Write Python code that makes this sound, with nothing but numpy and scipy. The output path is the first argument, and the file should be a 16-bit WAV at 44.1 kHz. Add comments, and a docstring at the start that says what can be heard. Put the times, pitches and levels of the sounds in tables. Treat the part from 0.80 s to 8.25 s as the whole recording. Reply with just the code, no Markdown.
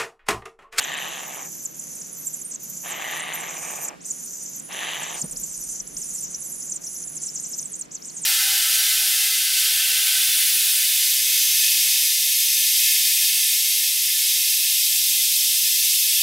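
"""A hoopoe at its nest hole in an old tree in a wood. From the start, over faint background noise, the
nestlings beg: very high, fast-wavering whistles over a hiss of air forced through small throats.
The adult rasps until 0.7 s, then from 2.0 s and 3.9 s: its syrinx slaps puffs of noise through throat
and bill. Near 4.4 s it flutters off, scuffing the bark, and a low draught swells.
The brood begs on to the end."""
import sys
import numpy as np
from scipy import signal
from scipy.fft import rfft, irfft
from scipy.io import wavfile

SR = 44100
rng = np.random.default_rng(int(sys.argv[2]) if len(sys.argv) > 2 else 0)


def int16_out(signal):
    """Quantize to a 16-bit WAV file."""
    q = np.round(np.clip(np.atleast_2d(signal).T, -1, 1) * 32767)
    wavfile.write(sys.argv[1], SR, q.astype(np.int16))


N = 328545
TIME = np.arange(N) / SR
FREQS = np.maximum(np.fft.rfftfreq(N, 1 / SR), 1)
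SIDES = np.array([[1], [-1]])   # left, right


def from_db(db):
    """Decibels to gain."""
    return 10 ** (np.asarray(db) / 20)


def unit_rms(x):
    """Scale to rms 1."""
    return x / np.sqrt(np.mean(x ** 2) + 1e-20)


def in_time(rows):
    """Columns of a time table at every sample."""
    times, *columns = np.transpose(rows)
    return [np.interp(TIME, times, c) for c in columns]


def at_hz(rows, hz):
    """Columns of a frequency table at hz."""
    f, *columns = np.transpose(rows)
    return [np.interp(np.log(hz), np.log(f), c) for c in columns]


def drift(rate_hz):
    """Smooth random wander, rms 1."""
    return unit_rms(irfft(rfft(rng.standard_normal(N)) / (1 + (FREQS / rate_hz) ** 2), N))


def colour(x, spectrum, skirt_db_per_oct=70):
    """Shape by a spectrum with steep skirts; rms 1."""
    octaves_out = np.abs(np.log2(FREQS / np.clip(FREQS, spectrum[0][0], spectrum[-1][0])))
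    gain = from_db(at_hz(spectrum, FREQS)[0] - skirt_db_per_oct * octaves_out)
    return unit_rms(irfft(rfft(x) * gain, N))


def noise(spectrum):
    """Two independent coloured noises."""
    return colour(rng.standard_normal((2, N)), spectrum)


def place(pair, image):
    """Mix a direct and a scattered signal to stereo with level and phase differences."""
    balance_db, lead_rad, coherence = at_hz(image, FREQS)
    coherence = np.clip(coherence, 0, 1)
    direct, scattered = rfft(pair)
    gain = from_db(SIDES * balance_db / 2)
    gain = gain / np.sqrt(np.sum(gain ** 2, axis=0)) * np.exp(.5j * SIDES * lead_rad)
    return irfft(gain * (np.sqrt(1 + coherence) * direct + SIDES * np.sqrt(1 - coherence) * scattered), N)


def scatter(x, t60_s):
    """Dense decaying reflections of unit energy."""
    t = TIME[:int(t60_s * SR) + 2]
    tail = rng.standard_normal(len(t)) * from_db(-60 * t / t60_s)
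    return signal.fftconvolve(x, tail / np.linalg.norm(tail))[:N]


def fade(t, fade_s):
    """Linear fade in and out."""
    return np.clip(np.minimum(t - t[0], t[-1] - t) / fade_s, 0, 1)


def bump(centre_s, width_s):
    """Gaussian envelope, peak 1."""
    return np.exp(-.5 * ((TIME - centre_s) / width_s) ** 2)


# Steady background noise: f/Hz, level/dB
FLOOR_SPECTRUM = [(70, -24), (110, -19), (140, -2), (165, 2), (200, -2), (300, -3.5), (420, -7.5),
                  (600, -8), (850, -10), (1200, -13.5), (2200, -17), (3200, -21), (4400, -24)]
# Its stereo image, microphone hiss out of phase at about 500-2000 Hz:
# f/Hz, left-right/dB, left lead/rad, coherence/0-1
FLOOR_IMAGE = [(100, 0, 0, .6), (200, -1, 0, .25), (350, 0, 3.1, .15), (850, 0, 3.1, .88),
               (1500, 0, 3.1, .5), (2300, 0, 1.5, .2), (3000, 0, 0, .55), (3800, 0, 0, .95)]
# Draught envelope: t/s, level/dB
DRAUGHT_LEVEL = [(0, -74), (4.1, -74), (4.55, -60), (5.2, -60), (5.8, -66), (7.45, -72)]
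# Draught rumble: f/Hz, level/dB
DRAUGHT_SPECTRUM = [(15, -18), (32, 7), (55, 1), (90, -9), (160, -31), (300, -40)]
# Leaf hiss: f/Hz, level/dB
LEAF_SPECTRUM = [(3500, -67), (4800, 6), (7000, 3), (10000, 0), (15000, -15)]
def background(floor_db=-47.5, leaves_db=-58, wander_db=.8, wander_hz=7,
               gust_db=2.0, gust_hz=7.1, width=0.31):
    """Faint steady noise with microphone hiss, slow air stirring close by and faint leaf hiss."""
    wander = from_db(wander_db * np.array([drift(wander_hz), drift(wander_hz)]))
    floor = from_db(floor_db) * place(noise(FLOOR_SPECTRUM) * wander, FLOOR_IMAGE)
    air, air_side = noise(DRAUGHT_SPECTRUM)
    draught_db = in_time(DRAUGHT_LEVEL)[0] + gust_db * drift(gust_hz)
    draught = from_db(draught_db) * (air + width * SIDES * air_side)
    return floor + draught + from_db(leaves_db) * noise(LEAF_SPECTRUM)


# Adult calls: start t/s, slackening t/s, end t/s, level/dB, brightness/dB, sag/(dB/s), pulse rate/Hz,
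# relative rate spread at start, at end
RASP_CALLS = [(-0.3, 0.24, 0.70, -36.5, 3, 25, 142, .07, .12),
              (2.025, 2.48, 3.18, -35.5, 0, 18, 160, .19, .03),
              (3.88, 4.12, 4.425, -37, 3.5, 20, 167, .14, .14)]
def rasp_effort(opening_db=7, opening_s=.05, closing_db=11, closing_s=.023, attack_s=.03, release_s=.045,
                level_share=0.057, rate_share=0.081, shake_db=0.5, falter_db=4.5, slowest_hz=122):
    """Effort builds, holds and slackens in each rasp; gain, brightness and pulse rate follow."""
    gain, bright_db, pulse_hz, spread = np.zeros((4, N))
    unsteady_db = shake_db * drift(20) - falter_db * bump(2.8, .026)   # the long rasp falters once
    for start, slack, end, db, peak_bright_db, sag, rate_hz, spread0, spread1 in RASP_CALLS:
        at = (TIME >= start) & (TIME < end)
        t = TIME[at]
        effort_db = unsteady_db[at] - opening_db * np.exp((start - t) / opening_s)
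        effort_db -= sag * np.maximum(t - slack, 0)
        effort_db -= closing_db * np.exp((t - end) / closing_s)
        gate = np.minimum(1, np.minimum((t - start) / attack_s, (end - t) / release_s))
        gain[at] = from_db(db + level_share * effort_db) * gate
        bright_db[at] = peak_bright_db + effort_db
        pulse_hz[at] = rate_hz * from_db(rate_share * effort_db)
        spread[at] = np.interp(t, [start, end], [spread0, spread1])
    return gain, bright_db, np.maximum(pulse_hz, slowest_hz), spread


# Bill resonance: t/s, f/Hz, boost/dB
BILL_RESONANCE = [(.26, 1820, 6.5), (.34, 1980, -3.5), (.55, 2300, 8.5), (2.05, 2180, 2.5),
                  (2.28, 1940, 11.5), (2.55, 2090, 7.5), (2.9, 2440, 12.5), (3.88, 2030, 0),
                  (4.03, 1800, 6), (4.32, 2200, 2.5)]
def bill(x, width_hz=300):
    """The open bill's resonance, rising as it narrows."""
    hz, boost_db = in_time(BILL_RESONANCE)
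    carrier = np.exp(2j * np.pi * np.cumsum(hz) / SR)
    pole = np.exp(-np.pi * width_hz / SR)
    band = 2 * np.real(carrier * signal.lfilter([1 - pole], [1, -pole], x / carrier))
    return x + (from_db(boost_db) - 1) * band


# Adult throat: f/Hz, level/dB
THROAT_SPECTRUM = [(300, -10), (560, -6.5), (800, 0.5), (990, -4), (1190, 0.5), (1400, -9), (1780, -0.5),
                   (2200, -3.5), (2520, -1), (2700, 2), (3060, 3.5), (3300, -0.5), (3500, -1), (3800, -1.5),
                   (4300, -12.5), (4600, -12.5)]
# Band response to brightness: f/Hz, slope/(dB/dB)
BRIGHTNESS_BANDS = [(900, 0.24), (1900, 0.98), (3000, 1.72), (3900, 1.75)]
# Adult's stereo image: f/Hz, left-right/dB, left lead/rad, coherence/0-1
RASP_IMAGE = [(300, -2, .2, .4), (550, -5.5, .1, .55), (800, -6, 1.3, .8), (1050, 2, 1.8, .85),
              (1300, 4.5, 2.0, .75), (1550, 3, 0, .7), (1900, 2, .1, .93), (2400, 0, 0, .99)]
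def rasps(puff_s=0.00085, leak=0.32, snap=1.4, uneven_db=-1.0, neutral_bright_db=3.5, level_db=5.0):
    """The adult's syrinx slaps about 150 times a second, each slap letting a noise puff into the throat."""
    gain, bright_db, pulse_hz, spread = rasp_effort()
    cycles = np.cumsum(pulse_hz * np.exp(2 * spread * drift(120))) / SR
    slaps = np.diff(np.floor(cycles), prepend=0) * from_db(uneven_db * rng.standard_normal(N))
    opening = signal.lfilter([1], [1, -np.exp(-1 / (puff_s * SR))], slaps)
    puffs = (opening + leak) * rng.standard_normal((2, N))
    clicks = snap * slaps * [[1], [0]]   # direct path only
    spectrum = rfft(colour(puffs + clicks, THROAT_SPECTRUM))
    centres_hz, slopes = np.transpose(BRIGHTNESS_BANDS)
    voice = 0
    for weights, slope in zip(np.eye(len(centres_hz)), slopes):   # the top sinks first as effort falls
        band = irfft(spectrum * np.interp(FREQS, centres_hz, weights), N)
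        voice += band * from_db(slope * (bright_db - neutral_bright_db))
    return place(bill(voice) * gain * from_db(level_db), RASP_IMAGE)


RISE_HZ_PER_S2, DIVE_HZ_PER_S2 = 5.0e6, 1.9e6
def arch_hz(t, first, last):
    """Pitch drop below the crest: rise before `first`, dive after `last`."""
    return RISE_HZ_PER_S2 * np.minimum(t - first, 0) ** 2 + DIVE_HZ_PER_S2 * np.maximum(t - last, 0) ** 2


def call_span(first, last, first_hz, last_hz, rise_foot_hz=4200, dive_foot_hz=(4300, 5600)):
    """Samples and times of a nestling call, foot of rise to foot of dive."""
    start = first - np.sqrt(max(first_hz - rise_foot_hz, 1) / RISE_HZ_PER_S2)
    end = last + np.sqrt(max(last_hz - rng.uniform(*dive_foot_hz), 1) / DIVE_HZ_PER_S2)
    at = np.flatnonzero((TIME >= start) & (TIME < end))
    return at, TIME[at]


# Begging phrases: first, last crest t/s; wave count; relative slowing; start, middle, end crest f/Hz;
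# start, end swing/Hz; rise, trill, dive level/dB; hoarseness/0-1; hiss, sizzle level/dB
TRILL_PHRASES = [(-0.021, 0.095, 2, 0.0069, 13500, 13300, 12800, 1970, 1330, -53, -35.5, -48, 0.65, -39.5, -45),
                 (0.204, 0.8, 9, 0.02, 12120, 14100, 12930, 1690, 3060, -32, -36, -29.5, 0.4, -37, -43),
                 (0.228, 0.589, 6, -0.074, 11340, 10800, 10270, 1650, 290, -45, -40.5, -50, 0.4, -50, -48),
                 (0.693, 1.164, 7, -0.035, 12500, 12100, 12100, 620, 986, -54, -38.5, -35, 0.45, -44, -54),
                 (0.972, 1.129, 2, -0.13, 10220, 10160, 10200, 430, 530, -42, -37.5, -33.5, 0.6, -43, -45),
                 (1.026, 1.244, 3, 0.13, 11200, 10600, 10430, 967, 1240, -37, -42, -57, 0.5, -39, -43),
                 (1.304, 1.576, 4, -0.0055, 11290, 12260, 10360, 2070, 4280, -55, -35.5, -38, 0.4, -40.5, -42),
                 (1.381, 1.684, 5, 0.0072, 12000, 12200, 9380, 531, 1540, -39.5, -31.5, -29.5, 0.1, -45, -47),
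                 (1.827, 2.069, 4, 0.079, 10950, 11300, 10800, 193, 970, -48, -44, -32, 0.4, -37.5, -38.5),
                 (1.933, 2.345, 6, -0.12, 13100, 13700, 14030, 2670, 2240, -42, -37, -28, 0.73, -39, -48),
                 (2.224, 2.577, 6, 0.01, 10560, 10200, 9600, 1184, 1350, -52, -41, -37, 0.8, -43.5, -43.5),
                 (2.579, 3.032, 7, 0.047, 10000, 14800, 12670, 1120, 3150, -40, -40, -30.5, 0.8, -35, -42),
                 (2.73, 3.022, 5, 0.054, 9930, 9260, 9000, 890, 1280, -40, -38, -30, 0.6, -47, -41),
                 (3.242, 3.618, 6, 0.066, 9540, 10240, 9500, 1025, 2110, -45, -39.5, -34, 0, -43.5, -62),
                 (3.276, 3.748, 7, -0.022, 8230, 13860, 12600, 1260, 3330, -38, -41, -30, 0.8, -35.5, -42),
                 (3.841, 4.193, 6, -0.012, 10200, 10600, 10740, 425, 917, -45, -38, -34, 0.65, -46, -46.5),
                 (3.958, 4.376, 6, -0.047, 11700, 12450, 12000, 1340, 3450, -40, -40, -45, 0.3, -37.5, -41.5),
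                 (4.331, 4.485, 2, -0.14, 9880, 9780, 10530, 2180, 955, -53, -36, -33.5, 0.9, -42.5, -41.5),
                 (4.54, 4.872, 5, -0.013, 10650, 12240, 11740, 920, 2630, -43, -36, -29, 0.7, -43, -43),
                 (4.597, 4.959, 5, -0.13, 10120, 10330, 10490, 3350, 1960, -36, -33, -37, 0.67, -34, -45),
                 (5.038, 5.397, 5, -0.18, 11030, 11150, 10740, 710, 940, -36, -35, -38, 0.45, -48, -49),
                 (5.101, 5.181, 1, 0.0043, 10400, 9560, 9500, 624, 650, -36.5, -41, -38, 0.6, -45, -54),
                 (5.195, 5.388, 3, 0.11, 9300, 10100, 10000, 3110, 2950, -28.5, -33.5, -30.5, 0.86, -36, -38.5),
                 (5.428, 5.514, 1, 0.029, 7840, 7870, 7670, 2260, 2270, -50, -49, -51, 0.1, -37.5, -47),
                 (5.576, 5.824, 4, -0.12, 11000, 12000, 10500, 1350, 1250, -36, -28.5, -43, 0, -51, -46),
                 (5.577, 5.883, 5, 0.028, 10730, 10500, 10130, 170.5, 556, -42, -32, -34, 0.1, -39, -53),
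                 (5.615, 5.775, 2, 0.084, 8950, 9600, 9200, 1493, 2990, -35, -36.5, -35, 0.3, -61, -47),
                 (5.848, 5.927, 1, 0.2, 9350, 9320, 9630, 3060, 2680, -39, -34, -30, 0.7, -42, -44),
                 (6.035, 6.196, 2, -0.029, 8330, 8710, 8780, 2935, 3390, -44, -41, -34.5, 0, -37.5, -40),
                 (6.071, 6.395, 5, -0.33, 10240, 10470, 10450, 264, 920, -31, -31, -29, 0, -48, -58),
                 (6.266, 6.341, 1, -0.019, 9320, 8900, 9200, 2450, 2440, -31, -42.5, -39, 0.6, -53, -44),
                 (6.416, 6.758, 5, 0.15, 7600, 9030, 8800, 1364, 2715, -53, -42.5, -31.5, 1, -44, -61),
                 (6.447, 6.774, 4, -0.011, 10320, 11600, 12300, 5080, 6940, -34, -36, -32, 0.8, -40.5, -47),
                 (6.827, 6.982, 2, 0.2, 9320, 11280, 9430, 2715, 4970, -40, -32.5, -29, 0.7, -45, -56),
                 (7.264, 7.399, 2, 0.18, 8960, 10220, 9860, 3840, 1920, -44, -39.5, -29.5, 0.85, -44, -65)]
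def trills(lean=0.12, hook=.3, trough_db=1.0):
    """Nestling calls: quick rise, trill under a curved crest line, dive."""
    for (first, last, waves, slowing, hz0, hz1, hz2, swing0, swing1,
         rise_db, trill_db, dive_db, hoarse, hiss_db, sizzle_db) in TRILL_PHRASES:
        at, t = call_span(first, last, hz0, hz2)
        along = np.clip((t - first) / (last - first), 0, 1)
        turn = np.pi * round(waves) * (along + slowing * along * (1 - along))
        turn -= lean * np.sin(turn) ** 2   # falls slower than it rises
        crest_hz = np.polyval(np.polyfit([0, .5, 1], [hz0, hz1, hz2], 2), along)
        dip = (1 - hook) * np.sin(turn) ** 2 + hook * (1 - np.abs(np.cos(turn)))   # hook sharpens troughs
        pitch_hz = crest_hz - (swing0 + (swing1 - swing0) * along) * dip - arch_hz(t, first, last)
        knots_s = [(t[0] + first) / 2, first, last, (last + t[-1]) / 2]
        db = np.interp(t, knots_s, [rise_db, trill_db, trill_db, dive_db])
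        # troughs and falling strokes are louder, the strokes most in high trills
        stroke_db = np.interp(crest_hz, [10500, 13500], [.5, 3.5])
        db += stroke_db * np.sin(2 * turn) - trough_db * np.cos(2 * turn)
        yield at, pitch_hz, db, hoarse, hiss_db, sizzle_db


# Chirp crests: t/s, f/Hz, level/dB
CHIRP_CRESTS = [(0.002, 10070, -35), (1.443, 9800, -50), (1.729, 8250, -33), (3.284, 8640, -32.5),
                (4.265, 8530, -36.5), (4.378, 10240, -32.5), (5.936, 9560, -35), (6.343, 9060, -37),
                (6.431, 9500, -31.5), (7.133, 8040, -35.5), (7.251, 8800, -39.5), (7.359, 8860, -39)]
def chirps(hoarse=0.88, rise_rel_db=-25, hiss_rel_db=-5, sizzle_rel_db=-39):
    """Nestling calls: a rise and a louder dive, no trill."""
    for crest_s, hz, db in CHIRP_CRESTS:
        at, t = call_span(crest_s, crest_s, hz, hz)
        pitch_hz = hz - arch_hz(t, crest_s, crest_s)
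        onset_db = np.interp(t, [t[0], (crest_s + t[-1]) / 2], [rise_rel_db, 0])
        yield at, pitch_hz, db + onset_db, hoarse, db + hiss_rel_db, db + sizzle_rel_db


# Peep centres: t/s, f/Hz, glide/(Hz/s), level/dB
PEEP_STROKES = [(0.043, 6900, -110e3, -40), (0.138, 7340, -110e3, -31), (0.630, 6700, -140e3, -30),
                (0.859, 7000, -130e3, -27.5), (0.996, 6900, 170e3, -33), (1.544, 7230, -90e3, -31),
                (1.620, 7060, -110e3, -31), (1.726, 5930, -170e3, -37), (1.752, 7300, -70e3, -31),
                (1.826, 6700, 200e3, -41), (1.975, 7200, -100e3, -32), (2.123, 7100, -130e3, -25),
                (2.538, 7150, 120e3, -33.5), (2.692, 6600, 120e3, -30.5), (3.214, 6900, 190e3, -33.5),
                (3.254, 6900, 170e3, -27), (3.310, 6870, -78e3, -25), (3.930, 6500, 190e3, -31.5),
                (4.420, 6370, -170e3, -24.5), (4.570, 6580, 220e3, -26.5), (4.898, 7350, -110e3, -30),
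                (4.929, 7080, -100e3, -27), (5.002, 6300, -130e3, -28), (5.307, 7000, -130e3, -35),
                (5.441, 6850, -110e3, -21.5), (5.622, 7000, -110e3, -26), (5.663, 7260, -40e3, -30.5),
                (5.831, 6400, 170e3, -31.5), (5.922, 6600, -110e3, -22.5), (6.045, 6700, 160e3, -31),
                (6.067, 6230, -100e3, -27), (6.278, 7170, -90e3, -31), (6.368, 7400, -110e3, -30),
                (6.464, 7600, -100e3, -27), (6.560, 7100, -180e3, -27), (6.599, 6620, 230e3, -28),
                (6.961, 7200, 170e3, -34), (7.055, 7100, -190e3, -42), (7.118, 6660, 213e3, -33.5),
                (7.154, 6630, -90e3, -30.5), (7.176, 4400, -90e3, -43), (7.226, 5850, 170e3, -34),
                (7.254, 6670, 170e3, -32), (7.296, 5700, -120e3, -36), (7.440, 7030, -80e3, -27)]
def peeps(length_s=.03, fade_db_per_s=1300, hoarse=0.36, hiss_rel_db=-20, sizzle_rel_db=-43):
    """Nestling calls: single flaring strokes, most through the hole's main resonance."""
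    for centre_s, hz, glide_hz_per_s, db in PEEP_STROKES:
        at = np.flatnonzero(np.abs(TIME - centre_s) < length_s / 2)
        t = TIME[at] - centre_s
        pitch_hz = hz + glide_hz_per_s * t
        yield at, pitch_hz, db - fade_db_per_s * np.abs(t), hoarse, db + hiss_rel_db, db + sizzle_rel_db


# Swoop troughs: t/s, f/Hz, level/dB
SWOOP_TROUGHS = [(1.476, 7310, -30.5), (5.237, 5300, -36), (5.318, 6400, -38), (5.388, 5650, -37),
                 (5.470, 5700, -33.5), (5.550, 5750, -30.5), (6.075, 5650, -34), (6.160, 5550, -31.5),
                 (6.402, 4450, -45), (6.493, 5400, -35), (6.571, 5600, -31), (6.654, 5700, -33),
                 (6.741, 5550, -31), (7.040, 4150, -51), (7.307, 4150, -44), (7.38, 6360, -31.5)]
def swoops(fall_s=.036, crest_hz=9500, fade_db=-8, hoarse=0.66, hiss_rel_db=-19, sizzle_rel_db=-31):
    """Nestling calls: a fall that hooks upward again."""
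    for trough_s, hz, db in SWOOP_TROUGHS:
        at = np.flatnonzero((TIME > trough_s - fall_s) & (TIME < trough_s + fall_s / 2))
        along = (TIME[at] - trough_s) / fall_s
        pitch_hz = hz + (crest_hz - hz) * np.sin(np.pi / 2 * along) ** 2
        yield at, pitch_hz, db + fade_db * np.abs(along), hoarse, db + hiss_rel_db, db + sizzle_rel_db


def delayed_scatter(x, t60_s, lag_s=.004):
    """Slightly delayed diffuse copy that widens the nestlings' sound in stereo."""
    return np.pad(scatter(x, t60_s), (int(lag_s * SR), 0))[:N]


# Nest hole resonances: f/Hz, level/dB
HOLE_RESPONSE = [(4200, 3), (4950, -4), (5550, -3), (5900, -0.5), (6500, -1), (7200, 0), (7600, -0.5),
                 (7850, -4), (8400, -10), (9000, -2.5), (9600, -12.5), (10200, -8), (10950, -15),
                 (11950, -9), (13200, -15.5), (14000, -7), (15000, -17)]
# Brood's stereo image: f/Hz, left-right/dB, left lead/rad, coherence/0-1
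BROOD_IMAGE = [(4500, 0, 0, .5), (5600, 5, -.4, .75), (6200, -1, -.3, .88), (7200, -1.5, .5, .8),
               (8100, -7, -1.7, .45), (9000, -1, .3, .7), (9700, -4, -2.3, .3), (10200, -10, -.6, .3),
               (11500, -4, .8, .5), (13500, -4, 0, .15)]
def whistles(calls, waver=0.0081, waver_hz=19, jitter_depth=0.0032, flutter_db=3.5, squeal_db=-3,
             low_db_per_oct=24, top_db_per_oct=-0.5, hollow_t60_s=0.005, hollow_db=-10, level_db=-1.5):
    """Each nestling's whistle and its band of squealing air flare on crossing the hole's resonances."""
    out = np.zeros(N)
    jitter, flutter, air = drift(500), drift(102), drift(600)
    for at, pitch_hz, call_db, hoarse, _, _ in calls:
        t = TIME[at]
        own = (at + rng.integers(N)) % N   # each call's own stretch of noise
        pitch_hz = pitch_hz * (1 + waver * np.sin(2 * np.pi * waver_hz * t + rng.uniform(0, 2 * np.pi)))
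        db = call_db + at_hz(HOLE_RESPONSE, pitch_hz)[0] + flutter_db * flutter[own]
        db += low_db_per_oct * np.minimum(np.log2(pitch_hz / 5500), 0)
        db += top_db_per_oct * np.clip(np.log2(pitch_hz / 9000), 0, 1)
        phase = 2 * np.pi * np.cumsum(pitch_hz * (1 + jitter_depth * jitter[own])) / SR
        squeal = from_db(squeal_db) * hoarse * (pitch_hz / 8000) ** 1.6 * air[own]   # higher is hoarser
        whistle = np.sin(phase) + squeal * np.cos(phase)
        out[at] += np.sqrt(2) * fade(t, fade_s=0.0086) * from_db(db) * whistle
    direct = out + from_db(hollow_db) * scatter(out, hollow_t60_s)
    return from_db(level_db) * place([direct, delayed_scatter(out, hollow_t60_s)], BROOD_IMAGE)


def deep_nestlings(trill_hz=14, depth=0.14, hoarse=0.019, flicker_db=9.0, flicker_hz=14, count=5):
    """Hoarser nestlings deeper in the hollow trill at their own pitches; rms 1."""
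    out = 0
    for centre_hz in np.geomspace(9800, 13400, count):
        turn = 2 * np.pi * np.cumsum(trill_hz * (1 + .2 * drift(6.9))) / SR
        swing = np.sin(turn + 0.3 * np.sin(turn)) * (1 + .3 * drift(7))   # quick rise, slower fall
        pitch_hz = centre_hz * np.exp(depth * swing + 0.056 * drift(3.5) + hoarse * drift(509))
        out += np.sin(2 * np.pi * np.cumsum(pitch_hz) / SR) * from_db(flicker_db * drift(flicker_hz))
    return unit_rms(np.array([out, delayed_scatter(out, t60_s=0.021)]))


# Hiss leaving the hole: f/Hz, level/dB
HISS_SPECTRUM = [(4300, -21.5), (5000, -12), (5500, -9), (5850, 1.5), (6120, 7.5), (6450, 3), (6620, 4),
                 (6850, 5.5), (7250, 5.5), (7550, -4.5), (7800, 0), (8300, -6), (8600, -31)]
# Sizzle above it: f/Hz, level/dB
SIZZLE_SPECTRUM = [(4880, -10), (8400, -11), (8950, 11), (9250, 6), (9550, 8), (9950, 10), (10300, 6.5),
                   (10900, 3), (11800, 8.5), (12500, 6), (13300, 2.5), (13950, 5.5), (14600, -13),
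                   (15500, -19)]
# Gaps in the brood's background wheeze: start t/s, end t/s
BROOD_LULLS = [(3.085, 3.25), (7.04, 7.125)]
def wheeze(calls, brood_hiss_db=-51, brood_sizzle_db=-54, hiss_gain_db=-2.0, sizzle_gain_db=-4.0,
           swell_db=2.5, fade_s=0.012, pump_db_per_hz=-0.0014, pump_range_hz=2030,
           grain_db=1.1, grain_hz=100, voiced=0.58):
    """Air forced through small throats hisses with each call, over the brood's soft half-voiced wheeze."""
    lulls = sum(np.clip(np.minimum(TIME - start, end - TIME) / fade_s, 0, 1) for start, end in BROOD_LULLS)
    power = ((1 - lulls) * from_db([[brood_hiss_db], [brood_sizzle_db]])) ** 2
    for at, pitch_hz, _, _, hiss_db, sizzle_db in calls:
        # low pitch: less hiss, more sizzle
        pump_db = pump_db_per_hz * np.clip(np.median(pitch_hz) - pitch_hz, -pump_range_hz, pump_range_hz)
        flow = fade(TIME[at], fade_s) * from_db(swell_db * np.linspace(-.5, .5, len(at)))
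        gains = from_db([hiss_db + hiss_gain_db + pump_db, sizzle_db + sizzle_gain_db - pump_db])
        power[:, at] += (flow * gains) ** 2
    hiss, sizzle = np.sqrt(power)
    throats = rng.standard_normal((2, N)) + voiced * deep_nestlings()
    air = hiss * colour(throats, HISS_SPECTRUM) + sizzle * colour(throats, SIZZLE_SPECTRUM)
    return place(air * from_db(grain_db * drift(grain_hz)), BROOD_IMAGE)


def bursts(rows, spectrum, width):
    """Bell-shaped bursts of stereo noise."""
    mid, side = noise(spectrum)
    envelope = sum(from_db(db) * bump(centre_s, width_s) for centre_s, db, width_s in rows)
    return envelope * (mid + width * SIDES * side)


# Wingbeats: t/s, level/dB, width/s
WING_STROKES = [(4.368, -47, 0.012), (4.445, -37.5, 0.014), (4.542, -46.5, 0.012), (4.635, -50, 0.015)]
# Air pushed by a wing: f/Hz, level/dB
WING_SPECTRUM = [(40, -29), (105, -21), (165, -1.5), (260, -12), (450, -14.5), (800, -22), (1300, -31),
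                 (5000, -39)]
# Scuffs on bark: t/s, level/dB, width/s
BARK_SCUFFS = [(4.372, -43, 0.01), (4.398, -46, 0.0086)]
# Brushed bark: f/Hz, level/dB
BARK_SPECTRUM = [(1500, -20), (3000, -4), (5000, 15), (8000, 2), (14000, -3)]
def take_off():
    """Wings push soft puffs of air; claws and feathers brush the bark."""
    return bursts(WING_STROKES, WING_SPECTRUM, width=0.3) + bursts(BARK_SCUFFS, BARK_SPECTRUM, width=0.27)


def scene(wood_t60_s=0.55, wood_db=-25):
    """Birds close by, a thin echo from the trees, background noise underneath."""
    # each call: samples, f/Hz, whistle level/dB, hoarseness/0-1, hiss level/dB, sizzle level/dB
    calls = [*trills(), *swoops(), *peeps(), *chirps()]
    birds = whistles(calls) + wheeze(calls) + rasps()
    echo = np.array([scatter(side, wood_t60_s) for side in birds])
    return birds + from_db(wood_db) * echo + take_off() + background()


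def record(dry):
    """Steep low-pass at 15.3 kHz."""
    return signal.sosfilt(signal.ellip(12, .1, 90, 15300, fs=SR, output="sos"), dry)


dry = scene()
out = record(dry)
int16_out(out)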